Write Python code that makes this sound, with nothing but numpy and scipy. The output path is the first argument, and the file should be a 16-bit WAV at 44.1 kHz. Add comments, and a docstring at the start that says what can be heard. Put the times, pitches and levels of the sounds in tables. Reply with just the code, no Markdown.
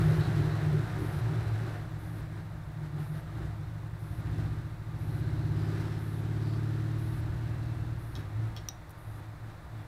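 """At a workbench, one microphone close to a small hand-held motor with a worn bearing. The loose rotor knocks
and grinds in a rough rumble that swells and hums, settles into a throb once a turn as it gathers speed, then
fades. The rotor is pulled off with a few metal clicks; faint swells and hums linger. Behind it all lie the
room's low murmur, a soft hiss and a faint thin whine once a second."""
import sys
import numpy as np
from scipy import signal
from scipy.fft import rfft, irfft, next_fast_len
from scipy.io import wavfile
from scipy.ndimage import uniform_filter1d

SR = 44100
rng = np.random.default_rng(int(sys.argv[2]) if len(sys.argv) > 2 else 0)


def int16_out(signal):
    """Quantize to a 16-bit WAV file."""
    q = np.round(np.clip(np.atleast_2d(signal).T, -1, 1) * 32767)
    wavfile.write(sys.argv[1], SR, q.astype(np.int16))


N = 435266
TIME = np.arange(N) / SR
FFT_SIZE = next_fast_len(N + 4096)
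FREQS = np.fft.rfftfreq(FFT_SIZE, 1 / SR)
USUAL_KNOCK_DB, USUAL_PRESSURE_DB, USUAL_TURNS_PER_S = -33, -50, 17.2

# how the rotor runs: (time [s], share of the rumble that repeats every turn [0-1], knock hardness [dB])
ROTOR_RUN = [(0, 0.32, -2), (1.6, 0, -5), (2.2, 0.35, -2.5), (2.9, 0.17, -1.5), (3.5, .2, -3),
             (4.05, 0.9, -6), (5.6, 0.97, -3.5), (6.9, 0.97, -6), (7.3, 0.68, -10.5), (7.95, .85, -12),
             (8.15, 0.03, -11), (9.1, 0.02, -5)]


def rumble(speed, turns, far_side_turns=0.53, hum_width_hz=3.8, hum_share=0.18):
    """The loose rotor knocks from side to side and rolls over pits; both shake the low resonances."""
    # the motor's lowest resonances: (pitch [Hz], width [Hz], relative level [dB])
    thud_modes = [(61, 11, -5), (87, 17, -9), (109.16, 17.3, 5)]
    # its middle resonance: (pitch [Hz], width in a random shudder [Hz], relative level [dB])
    drone_modes = [(152.4, 25.8, 0)]
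    # its upper resonances: (pitch [Hz], width [Hz], relative level [dB])
    growl_modes = [(225.3, 40, -6), (293.4, 57, -7.5), (317.5, 34, 0.5), (371.7, 58, -6)]
    knock_db, pressure_db, lift_db = level_curves()
    regular, hardness_db = curves(ROTOR_RUN)
    extra_pressure_db = pressure_db - USUAL_PRESSURE_DB
    speed_octaves = np.log2(speed / USUAL_TURNS_PER_S)
    body_db = 10 * speed_octaves
    growl_db = (-45.7 + 0.73 * (knock_db - USUAL_KNOCK_DB) + 0.38 * extra_pressure_db
                + 0.4 * hardness_db + 3 * regular + 0.79 * lift_db + 2 * speed_octaves)
    # the faster the rotor turns, the more of each knock lands on the far side of the play
    far_share = np.clip(0.13 + 0.51 * (speed / 19.4) ** 8.7, 0, 1)

    def sway(lag_turns):
        """Two knocks a turn, one on each side of the play."""
        angle = turns - lag_turns
        return (1 - far_share) * knocks(angle) + far_share * knocks(angle - far_side_turns)

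    def shaken(repeating, modes, level_db, loose, pitched, even_s):
        """Blends the repeating motion with a random shudder that can settle on the strongest mode."""
        share = regular * (1 - loose)
        hum = steady(resonate(noise(), [(strongest_hz(modes), hum_width_hz, 0)]), 0.065)
        rough = steady(resonate(noise(), modes), 0.076)
        shudder = np.sqrt(pitched) * hum + np.sqrt(1 - pitched) * rough
        motion = np.sqrt(share) * steady(repeating, 0.3) + np.sqrt(1 - share) * shudder
        return amp(level_db) * steady(motion, even_s)

    thud = resonate(sway(-0.01), thud_modes, late_s=0.0082)
    drone = resonate(sway(0.1304), [(hz, 0.59 * width, db) for hz, width, db in drone_modes])
    growl = resonate(race(turns), growl_modes) + 0.67 * resonate(sway(0.2008), growl_modes)
    growl = shaken(growl, growl_modes, growl_db + body_db, loose=0.03, pitched=0, even_s=0.13)
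    growl = brighten(growl, edge_hz=285, db=-body_db)  # only the low side keeps the added body
    growl = brighten(growl, edge_hz=372, db=0.71 * extra_pressure_db)
    thud = shaken(thud, thud_modes, knock_db, loose=0.002, pitched=hum_share, even_s=0.063)
    drone_db = knock_db + hardness_db
    drone = shaken(drone, drone_modes, drone_db, loose=0.0059, pitched=hum_share, even_s=0.14)
    return thud + drone + growl


def level_curves(loud_rub_db=-45, quiet_range_db=7.5, rasp_lag_s=0.03):
    """Knock, pressure and the lift of the swells, in dB; a swell adds most rasp to quiet rubbing."""
    # how hard the loose rotor knocks in its play, swells aside: (time [s], level [dB])
    knocking = [(0, -27.5), (.9, -35.5), (1.55, -36.5), (1.85, -39), (2.6, -42.5), (3.25, -43.5),
                (3.45, -38.5), (3.98, -40), (4.42, -32), (4.78, -41.5), (5.1, -34), (5.58, -31.5),
                (6.02, -36.5), (6.45, -32), (7.92, -34.5), (8.06, -39.5), (8.5, -39), (8.75, -48.5)]
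    # how hard the bearing rubs, swells aside: (time [s], level [dB])
    rubbing = [(0, -40), (.8, -44), (1.75, -46), (1.9, -53), (2.7, -58), (3.45, -54), (3.95, -59),
               (4.4, -48.5), (4.78, -59), (5.15, -51), (5.5, -50.5), (5.8, -45.5), (6.05, -51.5),
               (6.5, -49.5), (7.75, -52), (8.05, -55.5), (8.6, -53), (8.8, -59.5)]
    # brief swells of low growl and rasp, some lingering after the motor stops:
    # (middle [s], length [s], lift [dB])
    swells = [(0.085, 0.072, -1), (0.417, .14, 6), (.75, 0.27, 7), (1.027, 0.17, 10.5), (1.332, 0.13, 7.5),
              (1.652, .14, 5), (2.032, 0.086, 2), (2.172, .16, 5), (2.345, 0.14, 5.5), (2.82, 0.14, 6),
              (2.98, 0.19, 7.5), (3.14, 0.13, 6), (3.38, 0.28, 5), (8.17, .2, 5.5), (8.405, 0.16, 4),
              (9.172, 0.3, 5), (9.466, 0.16, 6.5), (9.768, 0.18, 6)]
    (knock_db,), (pressure_db,) = curves(knocking), curves(rubbing)
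    lift_db = np.zeros(N)
    for s, length, db in swells:
        add(lift_db, s - length / 2, db * np.hanning(int(length * SR)))
    quietness = np.clip((loud_rub_db - pressure_db) / quiet_range_db, 0, 1)
    rasp_db = 0.9 * quietness * np.interp(TIME - rasp_lag_s, TIME, lift_db)
    return knock_db + 0.29 * lift_db, pressure_db + rasp_db, lift_db


def knocks(turns):
    """A downward push each time the rotor completes a turn."""
    return -np.diff(np.floor(turns), prepend=np.floor(turns[0]))


def race(turns, points=256, drift_hz=0.1252):
    """The pitted track of the bearing: one random profile, met again every turn as it slowly shifts."""
    first, second = rng.standard_normal((2, points))
    position = (turns * points).astype(int) % points
    drift = 2 * np.pi * drift_hz * TIME
    return first[position] * np.cos(drift) + second[position] * np.sin(drift)


def humming(taper=0.56, wander_hz=2.3, wander_s=0.065):
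    """A low resonance swells into a hum and dies away on one slightly wandering pitch."""
    # low hums that swell and fade, the last ones lingering in the room:
    # (start [s], length [s], pitch [Hz], level [dB])
    hums = [(0, 0.28, 155.8, -29), (.32, 0.22, 152, -33), (.58, 0.29, 148.7, -30.5), (1.1, .12, 150.6, -36),
            (1.119, 0.56, 111.8, -32), (1.28, .12, 155, -36), (2.74, 0.18, 153.2, -37.5),
            (2.92, 0.15, 150.5, -34.5), (3.08, 0.13, 151, -36), (3.3, 0.33, 65.8, -44),
            (8.16, 0.12, 150.6, -40.5), (8.33, .17, 110.2, -34.5), (9.0, 0.36, 109.2, -42),
            (9.401, 0.12, 108.5, -41.5), (9.709, .14, 108.2, -44.5)]
    out = np.zeros(N)
    wander = unit(uniform_filter1d(noise(), int(wander_s * SR)))
    for s, length, hz, db in hums:
        count = int(length * SR)
        pitch_hz = hz + wander_hz * np.roll(wander, -round(s * SR))[:count]
        cycles = rng.random() + np.cumsum(pitch_hz) / SR
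        add(out, s, amp(db) * unit(np.sin(2 * np.pi * cycles)) * signal.windows.tukey(count, taper))
    return out


def grinding(turns, throb_db=0.5, grain_db=-1.5, grains_per_s=3500):
    """Countless tiny contacts of balls and grit, pressed harder once a turn."""
    # midrange of the rubbing bearing: (frequency [Hz], relative level [dB])
    grind_spectrum = [(250, -24), (430, 1), (520, -0.5), (700, 2), (1000, -3.5), (1550, -0.5), (1900, -4.5),
                      (2500, -13), (3500, -24), (6000, -47)]
    # its gritty treble: (frequency [Hz], relative level [dB])
    fizz_spectrum = [(1500, -30), (2600, 0), (3200, -0.5), (3950, 2), (4700, -4), (5700, -5.5),
                     (6700, -10.5), (7800, -8), (8700, -12), (9700, -8.5), (11000, -16.5), (12500, -10.5),
                     (15500, -25)]
    _, pressure_db, _ = level_curves()
    regular, _ = curves(ROTOR_RUN)
    fizz_db = -63.5 + (pressure_db - USUAL_PRESSURE_DB) + 2 * regular
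    turn_db = throb_db * np.cos(2 * np.pi * (turns - 0.1))
    grit = noise() * (rng.random(N) < grains_per_s / SR)
    grit *= amp(grain_db * np.minimum(rng.exponential(1, N), 3))
    grind = amp(pressure_db + turn_db - 2) * colour(noise(), grind_spectrum)
    fizz = amp(fizz_db + turn_db) * colour(unit(grit) + noise(), fizz_spectrum)
    return grind + fizz


def scrapes(taper=0.7):
    """A ball skids for a moment and sets the steel hissing at one pitch."""
    # skids in the bearing: (start [s], length [s], pitch [Hz], width [Hz], level [dB])
    skids = [(0.175, 0.13, 4000, 900, -54), (0.329, 0.32, 4050, 450, -61.5), (1.33, 0.27, 4000, 250, -67),
             (4.983, 0.71, 4100, 700, -68), (5.501, 0.29, 4900, 700, -68), (5.7, 0.36, 5100, 1000, -69),
             (6.37, 0.25, 4620, 1000, -64), (7.376, 0.65, 2660, 70, -72), (7.59, .14, 4054, 700, -68)]
    out = np.zeros(N)
    for s, length, hz, width, db in skids:
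        count = int(length * SR)
        hiss = resonate(noise(), [(hz, width, 0)])[:count]
        add(out, s, amp(db) * hiss * signal.windows.tukey(count, taper))
    return out


def clicks(tick_s=0.0018, focus_db=20):
    """Metal parts touch: a dry tick and a short ring reach the microphone, then the room answers."""
    # touches: (time [s], level [dB], tick centre [Hz], ringing share [0-1], ring cutoff [Hz], room [dB])
    touches = [(8.154, -31, 3900, 0.28, 3900, -3.5), (8.5648, -32, 3840, 0.3, 4000, -2.5),
               (8.687, -20.5, 6070, 0.9, 16000, -16.5), (8.895, -44, 11000, 0.23, 16000, -8),
               (8.9065, -42.5, 10500, 0.04, 16000, -7), (8.912, -49, 11000, 0, 16000, -8)]
    # modes of the metal: (pitch [Hz], relative level [dB], time to fall 60 dB [s])
    metal_modes = [(3350, -17, 0.031), (3820, -11.5, 0.057), (4300, -11, 0.024), (5600, -8, .008),
                   (5780, 7.5, 0.019), (7850, -27, .012), (9650, -13, 0.013), (12700, -22, .01),
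                   (13740, -3, 0.013), (14700, -18, .008)]
    out, t = np.zeros(N), np.arange(SR // 3) / SR
    hz = np.fft.rfftfreq(len(t), 1 / SR) + 1
    for s, db, centre_hz, ringing, top_hz, room_db in touches:
        # a soft touch cannot reach the high modes
        ring = sum(amp(mode_db - 60 * t / t60) * np.sin(2 * np.pi * mode_hz * t)
                   / (1 + (mode_hz / top_hz) ** 10) for mode_hz, mode_db, t60 in metal_modes)
        band = amp(-np.minimum(focus_db * np.log2(hz / centre_hz) ** 2, 19))
        tick = irfft(rfft(rng.standard_normal(len(t))) * band, len(t)) * np.exp(-t / tick_s)
        direct = ringing * ring / abs(ring).max() + (1 - ringing) * tick / abs(tick).max()
        reflected = signal.fftconvolve(direct, room_tail(t))[:len(t)]
        add(out, s, amp(db) * (direct + amp(room_db) * reflected))
    return out


def room_tail(t, low_t60_s=0.2, treble_t60_s=0.088, split_hz=7000, gap_s=0.006):
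    """The room's reflections arrive just behind the direct sound, their treble dying first."""
    filters = [signal.butter(4, split_hz, side, fs=SR, output="sos") for side in ("low", "high")]
    low, high = (signal.sosfilt(sos, rng.standard_normal(len(t))) for sos in filters)
    tail = low * amp(-60 * t / low_t60_s) + 0.7 * high * amp(-60 * t / treble_t60_s)
    tail *= (t > gap_s) * (1 + np.exp(-t / 0.014))  # stronger early reflections
    return tail / np.linalg.norm(tail)


def whine(buzz_hz=327.29, length_s=0.23, ramp_s=0.004):
    """Thin high harmonics of a buzz, sounding briefly once a second."""
    # partials of the buzz: (harmonic [number], relative level [dB])
    partials = [(27, -9), (28, -11), (29, -0.5), (30, 2), (31, -13), (32, -7), (35, -4), (37, -5), (38, 1),
                (39, -3), (41, -13), (42, -6)]
    # the buzz switches on: (start [s], level [dB])
    bursts = [(-.015, -64.5), (.982, -63.5), (1.985, -68), (2.984, -67), (3.986, -68.5), (4.985, -68),
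              (5.984, -67), (6.981, -66), (7.984, -68), (8.975, -69.5)]
    tone = unit(sum(amp(db) * np.cos(2 * np.pi * (k * buzz_hz * TIME + rng.random()))
                    for k, db in partials))
    gate = sum(amp(db) * np.clip(np.minimum(TIME - s, s + length_s - TIME) / ramp_s, 0, 1)
               for s, db in bursts)
    return tone * gate


def room_tone(hiss_db=-55.5, tones_db=-63.5, murmur_db=-52):
    """All around the bench: steady hiss with a few fuzzy tones over a low murmur."""
    # hiss of the room: (frequency [Hz], relative level [dB])
    hiss_spectrum = [(120, -43), (200, 2.5), (249, -20), (293, 3), (407, -11.5), (555, -4), (716, -6.5),
                     (770, -4), (1030, -5.5), (1910, -10), (3190, -26), (3490, -18.5), (5610, -28.5),
                     (13700, -30.5), (15600, -33)]
    # its faint steady tones: (pitch [Hz], width [Hz], relative level [dB])
    tones = [(613, 21, -3.5), (706, 20, -0.5), (912, 17, -1), (1202, 11, 2.5)]
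    # its low murmur: (pitch [Hz], width [Hz], relative level [dB])
    murmur = [(24, 22, -3), (60, 24, 2)]
    return (amp(hiss_db) * colour(noise(), hiss_spectrum)
            + amp(tones_db) * resonate(noise(), tones)
            + amp(murmur_db) * resonate(noise(), murmur))


def amp(db):
    """Decibels to gain."""
    return 10 ** (np.asarray(db) / 20)


def unit(x):
    """Scales to rms 1."""
    return x / np.sqrt(np.mean(x ** 2) + 1e-20)


def noise():
    """White noise."""
    return rng.standard_normal(N)


def add(mix, s, sound):
    """Mixes a sound in at time s."""
    part = mix[max(round(s * SR), 0):][:len(sound)]
    part += sound[:len(part)]


def curves(rows):
    """Each column after the time as a curve over all samples."""
    s, *columns = np.transpose(rows)
    return [np.interp(TIME, s, column) for column in columns]


def colour(x, points):
    """Filters x by a curve drawn through (Hz, dB) points."""
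    hz, db = np.transpose(points)
    shape = amp(np.interp(np.log(FREQS + 1), np.log(hz), db))
    return unit(irfft(rfft(x, FFT_SIZE) * shape, FFT_SIZE)[:N])


def strongest_hz(modes):
    """Pitch of the loudest resonance."""
    return max(modes, key=lambda mode: mode[2])[0]


def resonate(x, modes, late_s=0):
    """Passes x through steep-sided resonances, delayed by late_s per octave above the strongest."""
    shape = sum(amp(db) / (1 + (2 * (FREQS - hz) / width) ** 2) for hz, width, db in modes)
    delay = late_s * np.log2((FREQS + 1) / strongest_hz(modes))
    phase = 2 * np.pi * np.cumsum(delay) * FREQS[1]
    return unit(irfft(rfft(x, FFT_SIZE) * shape * np.exp(-1j * (phase - phase.min())), FFT_SIZE)[:N])


def steady(x, seconds):
    """Evens out the swells of x that are slower than the given time."""
    size = max(int(seconds * SR), 2)
    power = uniform_filter1d(uniform_filter1d(x ** 2, size), size)
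    return x / np.sqrt(abs(power) + 1e-6)


def brighten(x, edge_hz, db, order=8):
    """Raises or lowers the part of x above an edge by the curve db."""
    low = signal.sosfiltfilt(signal.butter(order, edge_hz, fs=SR, output="sos"), x)
    return low + amp(db) * (x - low)


def scene():
    """The motor and its clicks up close, low hums around them, whine and room tone behind, in mono."""
    # how fast the rotor spins: (time [s], speed [turns/s])
    rotor_speed = [(0.0, 10.11), (1.8, 15.16), (2.4, 12.92), (3.2, 13.53), (3.75, 12.27), (4.0, 10.3),
                   (4.3, 15.64), (4.55, 15.42), (4.75, 12.76), (4.95, 14.19), (5.15, 16.2), (5.4, 16.52),
                   (5.7, 17.58), (6.1, 17.76), (6.6, 18.3), (7.0, 18.63), (7.4, 19.34), (8.0, 19.47)]
    speed, = curves(rotor_speed)
    turns = np.cumsum(speed) / SR
    foreground = rumble(speed, turns) + humming() + grinding(turns) + scrapes() + clicks()
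    return (foreground + whine() + room_tone())[None]


def record(dry):
    """The recorder behind the microphone cuts off the highest treble."""
    edge_hz = 15700
    lowpass = signal.firwin(511, edge_hz, window=("kaiser", 9), fs=SR)
    return signal.oaconvolve(dry, lowpass[None], "same")


dry = scene()
out = record(dry)
int16_out(out)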